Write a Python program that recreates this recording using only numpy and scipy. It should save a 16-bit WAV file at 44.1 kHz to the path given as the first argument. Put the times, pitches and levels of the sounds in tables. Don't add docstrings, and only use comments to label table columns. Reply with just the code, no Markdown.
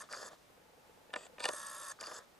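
import sys
import numpy as np
from scipy import signal
from scipy.fft import rfft, irfft, next_fast_len
from scipy.io import wavfile
from scipy.ndimage import map_coordinates

SR = 44100
rng = np.random.default_rng(int(sys.argv[2]) if len(sys.argv) > 2 else 0)


def digitize_waveform(pressure):
    field = np.atleast_2d(pressure).T
    bounded = np.clip(field, -1, 1)
    quanta = np.round(bounded * 32767).astype(np.int16)
    wavfile.write(sys.argv[1], SR, quanta)


def volts_from_decibels(level):
    exponent = np.asarray(level, float) / 20
    return 10 ** exponent


N = 105443

# start_s, end_s, level_db, rise_s
OUT_RUNS = [
    (-.3, .025, -50.5, .02),
    (1.385, 1.92, -50.5, 0.15),
]
IN_RUNS = [
    (.088, .288, -52, 0.035),
    (1.988, 2.19, -52.5, 0.025),
]
# centre_hz, width_hz, level_db
OUT_HOUSING = [(579, 48, -6), (922, 75, -8), (1103.5, 39, 3.5), (1338, 52, 0.5), (1714, 61, 2),
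               (1871, 39, -2.5), (2240, 48, -34)]
OUT_GEARS = [(2790, 79, -18), (3680, 210, -8), (2900, 2900, -24.5), (4850, 210, -6), (5230, 370, -12.5),
             (5630, 45, -11), (6340, 520, -4.5), (6740, 47, -2.5), (7570, 106, -2.5), (8325, 120, 4.5),
             (8830, 28, -1.5), (10110, 41, 2), (10910, 310, 1), (9540, 970, -21.5)]
IN_HOUSING = [(224, 114, -7.5), (390, 108, -1.5), (600, 120, 1), (1015, 138, 3), (1210, 410, 1),
              (1697, 49, 5), (1770, 87, -0.5)]
IN_GEARS = [(3605, 75, 3), (4930, 400, 2), (5240, 85, 3.5), (5780, 200, -2.5), (6460, 320, 2.5),
            (6800, 190, -13), (7430, 140, -5.5), (8600, 130, -26), (10610, 400, 0.5)]
TURNS_PER_S, SPEED_WANDER = 60, 0.002
HOUSING_TOP_HZ = 1960
GEARS_BITE_S = 0.0075
SWELL_FULL_HZ, SWELL_SCATTER_RAD = 8000, 0.5
UNSTEADY_DB, FLUTTER_DB = 1.8, 1.5
WHINE_HZ, WHINE_DB, WHINE_WAVER_DB = 592, -12.5, 1.5
STOP_S = 0.012

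# time_s, peak_db, thud_db, knock_db, ring_db
CLICKS = [(0.112, -44, -7, -7, -3), (0.126, -31, -18, -14, -2), (1.382, -37.5, -9, -3, -28),
          (1.403, -29, -10.5, -3.5, -6), (1.44, -24.5, -13, -2.5, -5.5), (1.454, -13, -16, -8.5, -8.5),
          (1.488, -15, -15, -14.5, -8), (1.534, -32, -9, -11, -16), (2.01, -28, -20.5, -8, -2.5),
          (2.038, -40, -22, -2, -14), (2.069, -36.5, -17, -8, 0.5), (2.081, -48, -3, -19, -14),
          (2.114, -38.5, -2, -7, -10)]
SNAPS = [
    (1.103, -53, -20, -4, -12),
    (1.156, -40, -3, -12, -8),
    (1.132, -45.5, -6, -4.5, 0),
    (1.137, -26.5, -15.5, -6, -17),
    (1.16, -24.5, -13.5, -11, -12),
    (1.265, -44, -35, -8, -33),
]
# freq_hz, level_db, t60_s
THUD_MODES = [(223, -13, 0.05), (510, 3, 0.079), (605, 7, 0.079), (763, 1, 0.078), (983, 10, 0.031),
              (1197, -2, 0.14)]
KNOCK_MODES = [(1455, -6.5, 0.045), (1802, 0.5, 0.045), (2404, 0.5, 0.019), (2840, -2, 0.029),
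               (3507, 1.5, 0.016)]
RING_MODES = [(4734, 2, 0.011), (5200, -9, 0.006), (6260, -7, 0.009), (7090, -7, 0.009), (8300, -1, 0.009),
              (8844, -10, 0.008), (10350, -15, 0.008)]
CONTACT_S = 0.00093
CRACK, SCATTER_DB = 0.65, 2

# start_s, end_s, level_db, rise_s
CRUNCHES = [
    (1.392, 1.42, -51, 0.0029),
    (1.42, 1.442, -40.5, 0.02),
    (1.446, 1.454, -39, 0.0049),
    (1.456, 1.475, -52, 0.0022),
    (1.478, 1.487, -45, 0.004),
    (.138, .155, -55.5, 0.0089),
    (2.055, 2.075, -61, 0.021),
]
# start_s, end_s, level_db, rise_s
SLIDES = [
    (1.165, 1.243, -56, 0.003),
    (1.243, 1.271, -57, 0.013),
]
# centre_hz, width_hz, level_db
SLIDER_PEAKS = [(590, 120, 2.5), (1920, 84, -5), (2530, 31, -1), (3500, 160, -7.5), (4690, 73, -4),
                (6200, 120, -14), (6960, 68, -5), (7540, 50, -1.5), (7880, 73, -1.5), (8660, 61, -6)]
# start_s, end_s, level_db, rise_s
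COASTS = [
    (.288, 0.33, -61.5, 0.0039),
    (2.188, 2.215, -58, 0.0043),
    (0.028, 0.026, -55, .002),
    (1.925, 1.934, -63, 0.0023),
]

# time_s, peak_db
PIPS = [(0.019, -41), (.089, -48), (.096, -46), (.111, -53), (.12, -50), (0.134, -33.5), (.14, -40),
        (0.148, -40), (0.207, -47), (1.989, -46), (2.002, -54), (2.028, -39.5), (2.038, -42.5),
        (2.114, -49), (2.146, -49)]
# freq_hz, level_db, t60_s
PIP_MODES = [(1238, -7, 0.031), (1360, 4, 0.006), (1620, -2, 0.0085)]
# time_s, peak_db
SKIPS = [
    (.019, -46.5),
    (1.667, -42),
    (1.832, -55),
    (1.898, -56),
    (1.913, -40.5),
    (2.031, -60),
    (2.141, -44),
]
# freq_hz, level_db, t60_s
SKIP_MODES = [(6120, -3, 0.022), (6920, -3.5, 0.037), (8900, -4, 0.01)]
# start_s, end_s, level_db, rise_s
SQUEALS = [
    (.105, .12, -55, .006),
    (.139, .155, -52, 0.0032),
    (.168, .176, -52, .004),
    (1.413, 1.418, -52, .002),
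    (1.428, 1.441, -47, 0.0078),
    (1.448, 1.457, -43.5, 0.0039),
    (1.999, 2.008, -52.5, 0.0075),
    (2.03, 2.045, -50, 0.0098),
    (2.052, 2.078, -47, 0.011),
]
# centre_hz, width_hz, level_db
SQUEAL_TOOTH = [(4735, 320, 0)]

# start_s, end_s, level_db, rise_s
SONGS = [
    (.17, .288, -62, .06),
    (2.11, 2.188, -55.5, 0.057),
]
# centre_hz, width_hz, level_db
SONG_TEETH = [(6870, 340, -4), (7680, 290, 1)]
# start_s, end_s, level_db, rise_s
IDLES = [
    (.025, .04, -65.5, 0.0055),
    (.288, .33, -68, .004),
    (1.92, 1.94, -68.5, 0.0043),
    (2.188, 2.21, -67.5, .004),
]
# centre_hz, width_hz, level_db
IDLE_TEETH = [(3420, 500, 1), (6140, 4200, -5.5)]
# time_s, peak_db
SETTLES = [
    (.036, -50.5),
    (.301, -52),
    (.318, -50),
    (.33, -47),
    (.228, -41.5),
    (1.505, -38),
    (2.08, -41),
]
# freq_hz, level_db, t60_s
SETTLE_MODES = [(338, -10, 0.025), (616, 3, 0.033), (1080, -3, 0.022)]

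# time_s, peak_db
TICKS = [(0.498, -60), (0.574, -54), (0.613, -56.5), (0.653, -58), (0.695, -56.5), (0.734, -57),
         (0.776, -56), (0.814, -75), (0.856, -56.5), (0.894, -56), (0.934, -65), (0.973, -57.5),
         (1.014, -55.5), (1.052, -59), (1.093, -52.5), (1.295, -52.5), (1.333, -54)]
# freq_hz, level_db, t60_s
TICK_MODES = [(235, 3.5, 0.014), (496, 5.5, 0.056), (604, -2, 0.022), (846, -18, 0.037)]
TICK_LIFT_DB = 0.5
# centre_hz, width_hz, level_db
HUM_PEAKS = [(508, 71, 2), (858, 47, 11)]
# start_s, end_s, level_db, rise_s
HUM_RUN = [
    (0.48, 2.2, -73, 0.34),
]
# centre_hz, width_hz, level_db
RUMBLE_PEAKS = [(175, 116, 0)]
# start_s, end_s, level_db, rise_s
RUMBLE_RUN = [
    (1.028, 1.603, -70, 0.086),
]

# freq_hz, level_db_per_hz
HISS = [(12, -19), (20, -9.5), (112, -4.5), (258, -2.5), (392, -2), (764, -2.5), (981, -5), (1410, -8),
        (15400, -25)]
# freq_hz, likeness
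HISS_ALIKE = [(60, 1), (240, 0.25), (950, 0.01), (3760, 0.22), (14900, 1)]
HISS_DB = -66
# freq_hz, side_under_mid_db
SIDE_DB = [(60, -5), (180, -10), (550, -5), (1640, -6), (4960, -11), (14900, -12.5)]
BODY_LOW_HZ = 115
MIC_TOP_HZ, MIC_FALL = 10500, 8.2
CUT_HZ, CUT_JITTER_HZ = 15250, 150
CUT_HZ_PER_DB, QUIET_DB = 200, -57


def unit(x):
    return x / np.sqrt(np.mean(x ** 2) + 1e-20)


def along(points, hz):
    f, v = np.transpose(points)
    return np.interp(np.log(hz + 1), np.log(f + 1), v)


def wobble(rate_hz):
    knots = rng.standard_normal(int(N * rate_hz / SR) + 4)
    return map_coordinates(knots, [np.arange(N) * rate_hz / SR])


def filtered(x, response):
    m = next_fast_len(N + SR // 8)
    return irfft(rfft(x, m) * response(np.fft.rfftfreq(m, 1 / SR)), m)[..., :N]


def body(peaks, wider):
    def response(f):
        total = 0
        for k, (centre_hz, width_hz, db) in enumerate(peaks):
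            loss = 1j * f * width_hz * wider
            total = total + (-1) ** k * volts_from_decibels(db) * loss / (centre_hz ** 2 - f * f + loss)
        return total
    return response


def rubbing(grain_db, grain_hz, response):
    return unit(filtered(rng.standard_normal(N) * volts_from_decibels(grain_db * wobble(grain_hz)), response))


def resonant(peaks):
    return unit(filtered(rng.standard_normal(N), lambda f: body(peaks, 1)(f) ** 2))


def spells(rows, stop_s=STOP_S):
    t = np.arange(N) / SR
    total = np.zeros(N)
    for start, end, db, rise in rows:
        fall_db = 26 * np.clip(t - end, 0, 1) / stop_s
        total += volts_from_decibels(db - fall_db) * np.clip((t - start) / rise, 0, 1)
    return total


def strikes(times, levels_db, modes, contact_s):
    out, t = np.zeros(N + SR), np.arange(SR // 16) / SR
    hz, db, t60 = np.transpose(modes)[:, :, None]
    band = signal.butter(3, [.8 * hz.min(), 1.15 * hz.max()], "bandpass", fs=SR, output="sos")
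    for s, level_db in zip(times, levels_db):
        level_draw, pitch_draw, phase_draw = rng.standard_normal((3, len(modes), 1))
        decay = volts_from_decibels(db + SCATTER_DB * level_draw - 60 * t / t60)
        ring = decay * np.sin(2 * np.pi * hz * (1 + 0.019 * pitch_draw) * t + 2 * phase_draw)
        crack = unit(signal.sosfilt(band, rng.standard_normal(len(t))))
        crack = crack * volts_from_decibels(db.max() - 60 * t / t60.min())
        hit = ring.sum(0) + CRACK * np.sqrt(len(modes)) * crack
        hit = hit * (1 - np.exp(-t / contact_s)) ** 2
        out[round(s * SR):][:len(t)] += volts_from_decibels(level_db) * hit / np.abs(hit).max()
    return out[:N]


def motor(rows, housing, gears, gears_db, depth_db, rough, wider, brighten_db):
    t = np.arange(N) / SR
    turns = np.cumsum(TURNS_PER_S * (1 + SPEED_WANDER * wobble(8))) / SR
    at = np.flatnonzero(np.diff(np.floor(3 * turns + .06 * wobble(150))) > 0)
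    knocks = np.zeros(N)
    knocks[at] = volts_from_decibels(0.43 * rng.standard_normal(len(at)))
    gate = volts_from_decibels(3.1 * np.cos(3 * 2 * np.pi * turns))
    scrape = unit(gate * rng.standard_normal(N))
    drive = np.sqrt(1 - rough) * unit(knocks) + np.sqrt(rough) * scrape
    low = filtered(drive, lambda f: body(housing, wider)(f) / (1 + (f / HOUSING_TOP_HZ) ** 24))

    progress, bite = np.full(N, -.5), np.zeros(N)
    for start, end, *_ in rows:
        progress += np.clip((t - start) / (end - start), 0, 1) * (t < end + .05)
        bite += np.clip((t - start) / GEARS_BITE_S, 0, 1) * (t > start) * (t < end + .05)
    bands = filtered(rng.standard_normal(N), lambda f: np.array([body([peak], wider)(f) for peak in gears]))
    high = np.zeros(N)
    for (hz, *_), band in zip(gears, bands):
        phase = 2 * np.pi * turns + SWELL_SCATTER_RAD * rng.standard_normal()
        swell_db = depth_db * min(hz / SWELL_FULL_HZ, 1) ** 2 * np.cos(phase)
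        drift_db = UNSTEADY_DB * wobble(9.78) + FLUTTER_DB * wobble(90)
        colour_db = brighten_db * progress * np.sin(np.pi * np.log2(hz / 5600))
        high += volts_from_decibels(swell_db + drift_db + colour_db) * band
    high = bite * high
    return spells(rows) * volts_from_decibels(0.37 * wobble(29.64)) * (unit(low) + volts_from_decibels(gears_db) * unit(high))


def whine():
    phase = 2 * np.pi * WHINE_HZ * np.arange(N) / SR + .5 * wobble(39.6)
    return spells(OUT_RUNS) * volts_from_decibels(WHINE_DB + WHINE_WAVER_DB * wobble(29.7)) * np.sin(phase)


def clicks(rows, ring_modes, thud_db, knock_db, ring_db):
    s, db, thud, knock, ring = np.transpose(rows)
    low = strikes(s, db + thud + thud_db, THUD_MODES, CONTACT_S)
    middle = strikes(s, db + knock + knock_db, KNOCK_MODES, CONTACT_S)
    return low + middle + strikes(s, db + ring + ring_db, ring_modes, CONTACT_S)


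def crunch():
    teeth = [(hz, 3.4 / t60, db) for hz, db, t60 in THUD_MODES + KNOCK_MODES + RING_MODES]
    return spells(CRUNCHES, stop_s=0.019) * rubbing(2.5, 300, body(teeth, 1))


def slack():
    pips = strikes(*np.transpose(PIPS), PIP_MODES, 0.00054)
    skips = strikes(*np.transpose(SKIPS), SKIP_MODES, 0.00095)
    return pips + skips + spells(SQUEALS, stop_s=0.0051) * resonant(SQUEAL_TOOTH)


def slider():
    return spells(SLIDES) * rubbing(2.0, 120, body(SLIDER_PEAKS, 2.4))


def coast():
    dull = lambda f: body(IN_HOUSING, 1.5)(f) / (1 + (f / HOUSING_TOP_HZ) ** 8)
    return spells(COASTS, stop_s=0.078) * rubbing(2.8, 61, dull)


def run_ends():
    song = spells(SONGS, stop_s=.012) * rubbing(2.6, 60, body(SONG_TEETH, 1))
    idle = spells(IDLES, stop_s=0.22) * rubbing(2.6, 60, body(IDLE_TEETH, 1))
    return song + idle + strikes(*np.transpose(SETTLES), SETTLE_MODES, 0.0011)


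def stabiliser():
    s, db = np.transpose(TICKS)
    hum = unit(filtered(rng.standard_normal(N), body(HUM_PEAKS, 0.55)))
    return strikes(s, db + TICK_LIFT_DB, TICK_MODES, 0.0012) + spells(HUM_RUN) * hum


def handling():
    return spells(RUMBLE_RUN, stop_s=0.27) * resonant(RUMBLE_PEAKS)


def ports(x):
    lead = filtered(x, lambda hz: 1j * volts_from_decibels(along(SIDE_DB, hz)))
    side = lead * (0.55 + 0.62 * unit(wobble(400)))

    def microphone(hz):
        low_cut = (1j * hz / (BODY_LOW_HZ + 1j * hz)) ** 4
        return low_cut / np.sqrt(1 + (hz / MIC_TOP_HZ) ** (2 * MIC_FALL))
    return filtered(np.array([x + side, x - side]), microphone)


def room():
    def split(hz):
        angle = np.arccos(np.clip(along(HISS_ALIKE, hz), -1, 1)) / 2
        return volts_from_decibels(along(HISS, hz)) * np.array([np.cos(angle), np.sin(angle)])
    mid, side = filtered(rng.standard_normal((2, N)), split)
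    level = volts_from_decibels(HISS_DB + 0.43 * wobble(8.25)) / np.sqrt(np.mean(mid ** 2))
    return level * np.array([mid + side, mid - side])


def scene():
    parts = motor(OUT_RUNS, OUT_HOUSING, OUT_GEARS, gears_db=-3.5, depth_db=4.5, rough=0.28,
                  wider=1.18, brighten_db=-0.5)
    parts += motor(IN_RUNS, IN_HOUSING, IN_GEARS, gears_db=-8.5, depth_db=3.0, rough=0.92,
                   wider=1.36, brighten_db=5)
    parts += whine()
    parts += clicks(CLICKS, RING_MODES, thud_db=2.0, knock_db=-2.0, ring_db=-1.5)
    parts += clicks(SNAPS, RING_MODES[2:6], thud_db=6, knock_db=3.5, ring_db=-2.0)
    parts += crunch() + slack() + slider() + coast() + run_ends() + stabiliser() + handling()
    return ports(parts) + room()


def top_cut(x):
    return signal.sosfilt(signal.butter(12, 15540, fs=SR, output="sos"), x)


def record(dry):
    hz, _, z = signal.stft(dry, SR, nperseg=1024)
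    level_db = 10 * np.log10(1.5 * np.sum(np.abs(z) ** 2, axis=(0, 1)) / 2 + 1e-12)
    top_hz = CUT_HZ - CUT_HZ_PER_DB * np.clip(level_db - QUIET_DB, 0, 14)
    top_hz = top_hz + CUT_JITTER_HZ * rng.standard_normal(len(level_db))
    mix = signal.istft(z * (hz[:, None] < top_hz), SR, nperseg=1024)[1][:, :N]
    return top_cut(mix)


dry = scene()
out = record(dry)
digitize_waveform(out)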